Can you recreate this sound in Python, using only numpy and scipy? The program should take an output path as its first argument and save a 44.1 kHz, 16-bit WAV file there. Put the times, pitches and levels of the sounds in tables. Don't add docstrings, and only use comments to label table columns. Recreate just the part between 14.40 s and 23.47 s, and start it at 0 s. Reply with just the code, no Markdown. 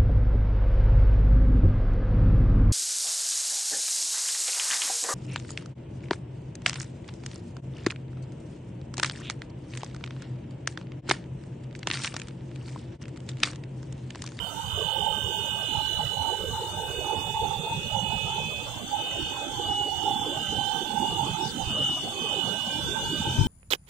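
import sys
import numpy as np
from scipy import signal
from scipy.fft import rfft, irfft, next_fast_len
from scipy.io import wavfile
from scipy.ndimage import uniform_filter1d, map_coordinates

SR = 44100
rng = np.random.default_rng(int(sys.argv[2]) if len(sys.argv) > 2 else 0)


def decibels_to_gain(level_db):
    exponent = np.asarray(level_db, float) / 20
    return 10 ** exponent


def bounce(signal):
    frames = np.transpose(np.atleast_2d(signal))
    limited = np.clip(frames, -1, 1)
    pcm = np.round(limited * 32767).astype(np.int16)
    wavfile.write(sys.argv[1], SR, pcm)


N = 399987


def unit(x):
    return x / np.sqrt(np.mean(x ** 2, axis=-1, keepdims=True) + 1e-20)


def along(points, hz):
    f, *cols = np.transpose(points)
    return np.array([np.interp(np.log(hz + 1), np.log(f + 1), c) for c in cols])


def curves(rows, t):
    s, *cols = np.transpose(rows)
    return np.array([np.interp(t, s, c) for c in cols])


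def wobble(rate, count):
    knots = rng.standard_normal((count, 400))
    at = np.arange(0, N + 64, 64) * np.clip(rate, .1, 40) / SR
    coarse = [map_coordinates(k, [at]) for k in knots]
    return np.repeat(coarse, 64, axis=1)[:, :N]


def coloured(x, gain):
    m = next_fast_len(N + 8192)
    spectrum = rfft(x, m) * gain(np.fft.rfftfreq(m, 1 / SR))
    return irfft(spectrum, m)[..., :N]


def tones(comb, fade_db, drift, rate, apart=1.0, favoured_hz=None):
    t, out = np.arange(N) / SR, np.zeros((2, N))
    for hz, *db in comb:
        both, left, right, fade_l, fade_r = wobble(rate, count=5)
        wander = drift * (both + apart * np.array([left, right]))
        phase = 2 * np.pi * (hz * t + rng.random()) + wander
        level = np.reshape(db, (-1, 1)) + fade_db * np.array([fade_l, fade_r])
        if favoured_hz is not None:
            level = level - ((hz - favoured_hz) / 20) ** 2
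        out += np.sqrt(2) * decibels_to_gain(level) * np.sin(phase)
    return out


def hump(hz, width_hz):
    noise = rng.standard_normal((2, N))
    return unit(coloured(noise, lambda f: 1 / (1 + ((f - hz) / width_hz) ** 2) ** 1.89))


def bell(x, width, order=4):
    return .5 ** (np.abs(2 * x / np.maximum(width, .02)) ** order)


def swelling(rows, rest_db, order=4, rise=.5):
    s, length, *db = np.transpose(rows)
    t = np.arange(0, N + 64, 64) / SR
    late = t - (s + (rise - .5) * length)[:, None]
    late = .5 * late / np.where(late < 0, rise, 1 - rise)
    gain = decibels_to_gain(rest_db)[:, None] + decibels_to_gain(db) @ bell(late, length[:, None], order)
    return np.array([np.interp(np.arange(N) / SR, t, g) for g in gain])


# (frequency [Hz], left [dB per Hz], right [dB per Hz])
RUSH_LOW = [(25, -94, -84), (59.6, -75, -58), (117, -62.5, -57), (250, -72.5, -65), (428, -72.5, -65),
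            (616, -73, -69), (740, -75, -69), (1030, -77.5, -73), (1390, -83.5, -73), (1360, -84, -75),
            (1740, -86, -85.5)]
RUSH_HIGH = [(2304, -86.5, -84.5), (2900, -78.5, -73), (2950, -90, -76), (3664, -71.5, -68.5),
             (3760, -100, -74), (4150, -96, -80), (4360, -80.5, -76), (4900, -83, -83.5),
             (5460, -90, -81.5), (5710, -86.5, -82.5), (6230, -99, -72.5), (6700, -99, -75.5),
             (7260, -103, -75), (9060, -105, -80), (9820, -100, -86), (10500, -99, -86),
             (13700, -102, -91.5), (14900, -107, -86.5), (15900, -109, -89)]
# (frequency [Hz], left-right likeness [0-1])
EAR_LIKENESS = [(60, 0.86), (200, 0.91), (400, 0.88), (700, 0.59), (1300, 0.017)]
# (frequency [Hz], depth before scaling and limiting [dB])
PATCH_DEPTH = [(60, 6), (200, 8), (500, 8.5), (1300, 8.5), (2000, 3.5), (3600, 3.5), (4500, 7.5),
               (6000, 7.5), (8000, 1.5), (11000, 3), (15000, 10)]
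# (frequency [Hz], amplitude beside an average patch's 1 [ratio])
STEADY_BED = [(200, .45), (600, .6), (1200, .9), (3600, .5), (4200, .08), (5500, .06), (8000, 0.19),
              (13000, .08)]
# (time [s], heading [quarter turns])
HEADING = [(0, -0.84), (1.5, -0.44), (3, -0.61), (4, -0.45), (5, -0.042), (6.5, 0.28), (8, 0.37),
           (9.07, 0.98)]
# (frequency [Hz], left [dB per quarter turn], right [dB per quarter turn])
TURN_COLOUR = [(93, 1, -0.5), (189, 14, 4.5), (300, 12.5, 12.5), (500, 6.7, -0.5), (1200, 3, -3),
               (2050, 0.1, 1.5), (4700, 4.9, 5.5), (6640, 22, 2.5), (13300, 1.9, -1)]
# (middle [s], length [s], frequency [Hz], left [dB], right [dB])
RUSH_WAVERS = [(0.68, 0.71, 470, 7, 5.5), (2.37, 0.53, 186, -11, -7), (2.58, 1.45, 412, 10, 7.5),
               (3.47, 1.27, 174, 11, 6), (3.82, 1.6, 1260, 0.5, -3.5), (4.47, 0.37, 400, -9, -5.5),
               (5.02, 1.32, 189, -32, -9.5), (5.5, 0.83, 294, 2.5, 9), (6.497, 0.38, 118, -12, -16),
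               (6.87, 1.1, 164, 0, 4.5), (7.97, 0.83, 93, -12, -7.5), (4.6, 3.1, 11800, 4, -4.5),
               (0.34, 0.3, 1180, 10, 0.5), (7.05, 0.14, 4700, 11.5, 2.5), (7.55, 2, 1030, 4, 4),
               (1.6, 0.56, 96, 1, 4.5), (7.45, 1.6, 15600, 2, -4), (3.39, 0.089, 425, 9, 8),
               (4.0, 0.077, 400, 11, 8), (4.6, 0.72, 270, 1, 9), (8.36, 0.43, 350, -6, -5.5),
               (1.02, 0.32, 2900, 2, -10)]
# (frequency [Hz], width [Hz], depth [dB])
REFLECTION_GAPS = [(3820, 90, 7.5), (4190, 70, -7), (4215, 65, 16), (4554, 72, 6.5), (4800, 51, 11),
                   (5070, 72, 7), (5680, 79, 9), (6080, 59, -3), (6800, 170, 8), (7240, 120, 4),
                   (8360, 140, 1.5), (9320, 240, 3), (10150, 240, 1.5)]


def rush():
    hz, t, z = signal.stft(rng.standard_normal((2, N)), SR, nperseg=1024)
    spread = np.arccos(np.clip(along(EAR_LIKENESS, hz)[0], 0, 1))[:, None] / 2
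    mid, side = np.cos(spread) * z[0], np.sin(spread) * z[1]

    fields = rng.standard_normal((3,) + mid.shape)
    fields = uniform_filter1d(uniform_filter1d(fields, size=3, axis=1), size=4, axis=2)
    uneven = fields[0] + .5 * fields[1:]
    limited = 2.16 * np.tanh(uneven / uneven.std() / 1.64)
    patches = along(STEADY_BED, hz)[0][:, None] + decibels_to_gain(along(PATCH_DEPTH, hz)[0][:, None] * limited)
    patches /= np.sqrt(np.mean(patches ** 2, axis=2, keepdims=True))

    moving_db = along(TURN_COLOUR, hz)[:, :, None] * curves(HEADING, t)
    for s, length, centre_hz, *db in RUSH_WAVERS:
        octaves = np.log2((hz + 1) / centre_hz)
        reach = np.outer(bell(octaves, width=0.89), bell(t - s, length))
        moving_db = moving_db + np.multiply.outer(db, reach)

    silent_top = [(15790, -150, -150)]
    colour_db = along(RUSH_LOW + RUSH_HIGH + silent_top, hz)[:, :, None]
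    gaps_db = sum(depth_db * bell(hz - centre_hz, width_hz, order=2)
                  for centre_hz, width_hz, depth_db in REFLECTION_GAPS)
    colour_db = colour_db - gaps_db[:, None]

    ears = np.array([mid + side, mid - side])
    pair = ears * patches * decibels_to_gain(colour_db + moving_db) * np.sqrt(SR / 2)
    return signal.istft(pair, SR, nperseg=1024)[1][:, :N]


# (multiple of shaft speed, left [dB], right [dB])
SHAFT_ORDERS = [(4, -61.5, -51.5), (5, -66, -59), (6, -61, -55.5), (7, -65, -69), (10, -67, -58.5),
                (12, -71, -77), (14, -72, -57.5), (16, -65, -62.5), (18, -75, -76), (20, -86, -55)]


def shafts():
    shaft_hz = 29.46
    comb = [(k * shaft_hz, left, right) for k, left, right in SHAFT_ORDERS]
    return tones(comb, fade_db=5, drift=2.5, rate=14, apart=0.41)


# (frequency [Hz], relative level [dB])
FAN_TONES = [(1555, 0), (1498, -8), (1479, -12)]
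# (middle [s], length [s], left [dB], right [dB])
FAN_SURGES = [(0.99, 1.57, -78, -46), (2.05, 0.31, -79, -46), (2.51, 0.33, -80, -46),
              (4.88, 0.75, -77, -48.5), (6.23, 0.86, -74, -43.5), (7.23, 0.57, -76, -49.5),
              (8.53, 0.16, -80, -44.5), (8.8, 1.5, -73, -42)]
# (left [dB], right [dB])
FAN_BETWEEN = (-74, -57)


def fan():
    whoosh = 1.3 * hump(1545, width_hz=55)
    sound = unit(tones(FAN_TONES, fade_db=3, drift=0.6, rate=9)) + whoosh
    return swelling(FAN_SURGES, FAN_BETWEEN) * unit(sound)


# (frequency [Hz], relative level [dB])
SMALL_COMB = [(3941, -6), (3964, -4), (3989, 0), (4013, -5), (4061, -2)]
# (middle [s], length [s], left [dB], right [dB])
SMALL_SURGES = [(0.35, 0.3, -66, -56), (1.65, 0.69, -39.5, -77), (2.19, 0.16, -44.5, -77),
                (3.7, 1.23, -54.5, -68), (5.39, 0.29, -64, -58), (6.2, 0.31, -57, -47),
                (7.05, 0.32, -62, -50), (8.2, 0.4, -62, -51), (8.71, 0.25, -73, -52), (9.07, 0.2, -70, -55)]
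# (left [dB], right [dB])
SMALL_BETWEEN = (-104, -67)


def small_inverter():
    skirt = .5 * hump(4000, width_hz=70)
    sound = unit(tones(SMALL_COMB, fade_db=2, drift=1.2, rate=6)) + skirt
    return swelling(SMALL_SURGES, SMALL_BETWEEN) * unit(sound)


# (start [s], level of each partial before panning [dB])
METAL_TICKS = [(1.66, -41), (4.7117, -44), (6.0703, -44)]


def ticks():
    out, t = np.zeros(N + SR), np.arange(SR // 10) / SR
    for s, db in METAL_TICKS:
        ring = sum(np.sin(2 * np.pi * hz * rng.normal(1, 0.02) * t) for hz in (1350, 2000, 2600))
        out[round(s * SR):][:len(t)] += decibels_to_gain(db - 60 * t / 0.066) * ring
    return out[:N] * decibels_to_gain([[-4], [2.5]])


# (frequency [Hz], relative level [dB])
BUFFET_COLOUR = [(20, -27), (60, -4.5), (100, -3), (200, -14.5), (400, -24), (800, -59), (1500, -90)]
# (start [s], dying time [s], level before the rise and decay [dB])
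PORT_GUSTS = [(8.425, 0.091, -29.5), (8.62, 0.039, -23.5), (8.862, 0.026, -31), (8.975, 0.068, -18.5),
              (9.04, 0.024, -17)]
# (middle [s], frequency [Hz], envelope peak [dB])
PORT_PUFFS = [(8.877, 120, -20), (8.9935, 105, -10.5), (9.0145, 120, -8)]


def buffeting():
    rise_s, puff_s = 0.0079, .006
    t = np.arange(N) / SR
    level = 0
    for s, fall_s, db in PORT_GUSTS:
        since = np.maximum(t - s, 0)
        level = level + decibels_to_gain(db) * (1 - np.exp(-since / rise_s)) * np.exp(-since / fall_s)
    lumps = unit(coloured(rng.standard_normal((2, N)), lambda f: decibels_to_gain(along(BUFFET_COLOUR, f))))
    puffs = 0
    for s, hz, db in PORT_PUFFS:
        envelope = decibels_to_gain(db) * np.exp(-((t - s) / puff_s) ** 2)
        puffs = puffs + envelope * np.sin(2 * np.pi * hz * (t - s) + 1)
    return (level * lumps + puffs) * decibels_to_gain([[0], [-14]])


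# (frequency [Hz], relative level [dB])
MESH_TONES = [(790, 0), (825.5, 0), (865, 0), (884, -5), (904.5, -2), (943, -4)]
# (time [s], frequency [Hz])
HALL_FAVOURS = [(0, 922), (1.4, 871), (2.5, 862), (3.9, 864), (4.6, 821), (6, 822), (6.9, 867), (7.5, 795),
                (8.6, 887)]
# (middle [s], length [s], left [dB], right [dB])
GROWL_SURGES = [(0.22, 0.13, -60, -35.5), (0.52, 0.12, -55, -29.5), (0.7, 0.16, -57, -32),
                (1.0, 0.25, -54, -34.5), (1.16, 0.084, -57, -39.5), (1.36, 0.09, -42, -28),
                (1.6, 0.026, -32.5, -33), (1.85, 0.14, -40, -25), (2.2, 0.13, -37, -34.5),
                (2.39, 0.095, -41, -29), (2.75, 0.18, -39, -27.5), (2.99, 0.1, -32, -38),
                (3.05, 0.17, -42, -26.5), (3.15, 0.064, -52, -32.5), (3.3, 0.071, -31, -27),
                (3.56, 0.06, -44, -25.5), (3.7, 0.22, -61, -31.5), (3.94, 0.11, -35, -26.5),
                (4.56, 0.086, -80, -29), (5.46, 0.94, -64, -33), (5.7, 0.099, -31, -29.5),
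                (6.3, 0.29, -49, -28), (6.65, 0.23, -51, -26), (6.82, 0.086, -50, -25.5),
                (6.99, 0.097, -57, -25.5), (7.22, 0.086, -65, -34.5), (8.04, 0.53, -77, -41),
                (8.57, 0.035, -60, -26), (8.64, 0.072, -62, -31), (8.82, 0.014, -32, -30),
                (8.865, 0.025, -36, -27), (8.91, 0.03, -35, -37), (9.03, 0.1, -59, -34)]
# (left [dB], right [dB])
GROWL_BETWEEN = (-61, -44.5)


def gearbox():
    t = np.arange(N) / SR
    centre = curves(HALL_FAVOURS, t)[0] + 14 * wobble(7, count=1)[0]
    mesh = tones(MESH_TONES, fade_db=2.5, drift=0.96, rate=5.5, apart=0.28, favoured_hz=centre)
    upper = np.clip((centre - 815) / 90, 0, 1)
    housing = np.sqrt(1 - upper) * hump(815, width_hz=72) + np.sqrt(upper) * hump(885, width_hz=40)
    rattle = decibels_to_gain(1 * wobble(12, count=2) + 2.5 * wobble(35, count=1))
    growl = unit((unit(mesh) + .8 * housing) * rattle)
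    return swelling(GROWL_SURGES, GROWL_BETWEEN, order=2, rise=.3) * growl


# [(frequency [Hz], level re the strong tone [dB]), ..]
WHINE_GROUPS = [
    [(2398, 0)],
    [(2548, 0)],
    [(2776, 0), (2726, -10), (2700, -13), (2676, -13), (2626, -14), (3226, -9), (3277, -8)],
    [(2876, 0), (2826, -17)],
    [(2926, 0)],
    [(2975.7, 0)],
    [(3026, 0)],
    [(3076.5, 0)],
    [(3126, 0), (3176, -12), (3327, -21)],
    [(3455, 0), (3426, -11), (3476, -13), (3377, -21)],
    [(3604.5, 0), (3576, -11), (3554, -22)],
]
# [(middle [s], length [s], left [dB], right [dB]), ..]
WHINE_SURGES = [
    [(1.35, 0.4, -73, -58), (6.7, 0.27, -64, -65), (8.34, 0.1, -79, -42), (9.07, 1.15, -52, -74)],
    [(0.44, 0.36, -48.5, -80), (1.17, 0.46, -43, -73), (0.8, .3, -52, -73), (2.78, 0.63, -81, -40.5),
     (3.37, 0.33, -38, -80), (3.76, 0.22, -64, -33), (3.93, 0.1, -55, -46), (4.11, 0.25, -53, -33),
     (4.68, 0.21, -82, -40), (4.95, 0.24, -40, -62), (6.93, 0.18, -73, -41.5), (7.29, 0.083, -80, -40),
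     (7.88, 0.24, -37.5, -79), (8.19, 0.13, -80, -46), (8.5, 0.13, -59, -57), (8.9, 0.3, -51, -48)],
    [(3.24, 0.6, -77, -44), (4.12, 0.76, -80, -47.5), (4.78, 0.19, -45, -66), (6.25, 1.8, -56, -51),
     (7.49, 0.52, -45, -68), (8.54, 0.25, -73, -46.5)],
    [(1.14, 1.6, -54, -44.5), (3.73, 0.42, -73, -55), (4.86, 0.22, -62, -46), (6.02, 0.25, -66, -39),
     (6.71, 0.2, -39, -39), (7.4, 0.29, -39.5, -45), (8.17, 0.53, -59, -44)],
    [(0.0, 0.097, -66, -37), (0.33, 0.39, -44, -69), (1.12, 1.36, -60, -31), (2.35, 0.73, -39.5, -80),
     (2.78, 0.57, -72, -35.5), (3.68, 0.51, -59, -31.5), (4.75, 0.36, -67, -33.5), (5.37, 0.27, -33.5, -60),
     (5.5, 0.48, -84, -30), (6.06, 0.4, -63, -37), (6.63, 0.52, -54, -38.5), (7.04, 0.085, -38, -66),
     (7.45, 0.27, -27, -30.5), (8.13, 0.52, -60, -30), (8.67, 0.17, -33, -81), (8.8, 0.26, -59, -31.5)],
    [(0.0, 0.22, -56, -35.5), (0.47, 0.33, -59, -31.5), (1.63, 0.96, -80, -30), (2.49, 0.99, -42, -67),
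     (3.61, 0.26, -80, -36.5), (4.73, 0.38, -44.5, -44), (5.46, 0.66, -53, -43), (6.71, 0.14, -34.5, -68),
     (7.44, 0.11, -58, -30.5), (7.61, 0.22, -34.5, -80), (7.99, 0.19, -91, -30.5), (8.29, 0.26, -57, -42),
     (8.73, 0.17, -53, -44)],
    [(0.49, 0.3, -59, -42), (0.9, 0.45, -73, -44), (6.23, 0.57, -63, -40), (7.31, 0.49, -52, -42),
     (8.33, 0.3, -41, -54), (9.07, 0.49, -50, -47)],
    [(0.0, 0.28, -63, -40), (0.58, 0.63, -61, -33.5), (0.94, 1.7, -66, -50), (3.99, 0.29, -44, -80),
     (4.28, 1.3, -43.5, -72), (4.66, 0.17, -39, -64), (5.2, 0.17, -55, -40), (5.65, 0.15, -80, -36.5),
     (6.02, 0.49, -37, -42), (6.28, 0.33, -68, -31), (6.88, 0.21, -39, -50), (7.34, 0.36, -53, -34),
     (7.88, 0.24, -80, -30.5), (8.35, 0.3, -41, -60), (9.07, 0.42, -34.5, -41)],
    [(0.0, 0.14, -64, -35), (0.72, 0.92, -70, -36), (1.35, 0.23, -70, -44), (4.25, 1.6, -48, -71),
     (4.84, 0.17, -39.5, -68), (5.18, 0.24, -39.5, -61), (5.95, 0.68, -61, -50), (6.35, 0.37, -66, -51),
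     (6.9, 0.13, -47, -36), (7.47, 0.11, -37, -60), (8.18, 1.1, -47, -53), (9.07, 0.63, -43, -52)],
    [(0.48, 0.32, -86, -39), (1.19, 0.81, -41, -80), (1.62, 0.78, -73, -44), (2.42, 0.18, -48, -57),
     (3.07, 0.88, -75, -38), (3.16, 0.12, -47, -70), (3.97, 0.83, -50, -38), (4.54, 0.2, -42, -82),
     (5.15, 0.61, -80, -38), (5.7, 0.41, -39.5, -80), (5.83, 0.28, -78, -33), (6.59, 0.84, -80, -36.5),
     (8.22, 1.55, -57, -37.5), (8.48, 0.15, -80, -41), (8.74, 0.17, -60, -65)],
    [(0.82, 1.1, -76, -41.5), (2.77, 1.33, -85, -44), (3.11, 0.54, -60, -49), (3.82, 0.19, -69, -43.5),
     (4.77, 0.48, -54, -43.5), (5.69, 0.088, -63, -40), (6.21, 0.58, -65, -46), (6.68, 0.28, -67, -48),
     (7.41, 0.3, -75, -39.5), (8.13, 0.18, -72.5, -44), (8.34, 0.21, -46, -78), (8.54, 0.15, -68, -36),
     (8.84, 0.24, -64, -38.5)],
]
# (left [dB], right [dB])
WHINE_BETWEEN = [(-97, -97), (-81, -84), (-89, -89), (-68, -54), (-78, -83), (-76, -86), (-70, -54.5),
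                 (-83, -76), (-82, -80), (-94, -93), (-91, -52)]


def inverters():
    out = np.zeros((2, N))
    for rows, rest_db, comb in zip(WHINE_SURGES, WHINE_BETWEEN, WHINE_GROUPS):
        strong = tones(comb[:1], fade_db=.8, drift=0.35, rate=8)
        weak = tones(comb[1:], fade_db=2.5, drift=.8, rate=5)
        skirt = decibels_to_gain(-12.5) * hump(comb[0][0], width_hz=36)
        out += swelling(rows, rest_db) * (strong + weak + skirt)
    return out


# (frequency [Hz], twice the share of usual power taken off [ratio])
SUPPRESSION = [(60, 0), (150, .3), (1500, .3), (3400, .45), (3800, .9), (6000, .8), (8000, .7),
               (10000, 1.1), (11500, .7), (15500, .8)]


def suppressor(x):
    floor_db = -20
    hz, t, z = signal.stft(x, SR, nperseg=1024)
    power = uniform_filter1d(uniform_filter1d(np.abs(z) ** 2, size=3, axis=1), size=5, axis=2)
    power = np.abs(power) + 1e-20
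    usual = np.exp(uniform_filter1d(uniform_filter1d(np.log(power), size=15, axis=1), size=100, axis=2))
    taken = along(SUPPRESSION, hz)[0][:, None] * .5 * usual / power
    kept = np.clip(1 - taken, decibels_to_gain(floor_db) ** 2, 1)
    return signal.istft(z * np.sqrt(kept), SR, nperseg=1024)[1][:, :N]


def scene():
    background = rush() + shafts() + fan() + small_inverter()
    return background + ticks() + buffeting() + gearbox() + inverters()


def band_limit(x):
    return signal.sosfilt(signal.butter(12, 16950, fs=SR, output="sos"), x)


def record(dry):
    finished = suppressor(dry)
    return band_limit(finished)


dry = scene()
out = record(dry)
bounce(out)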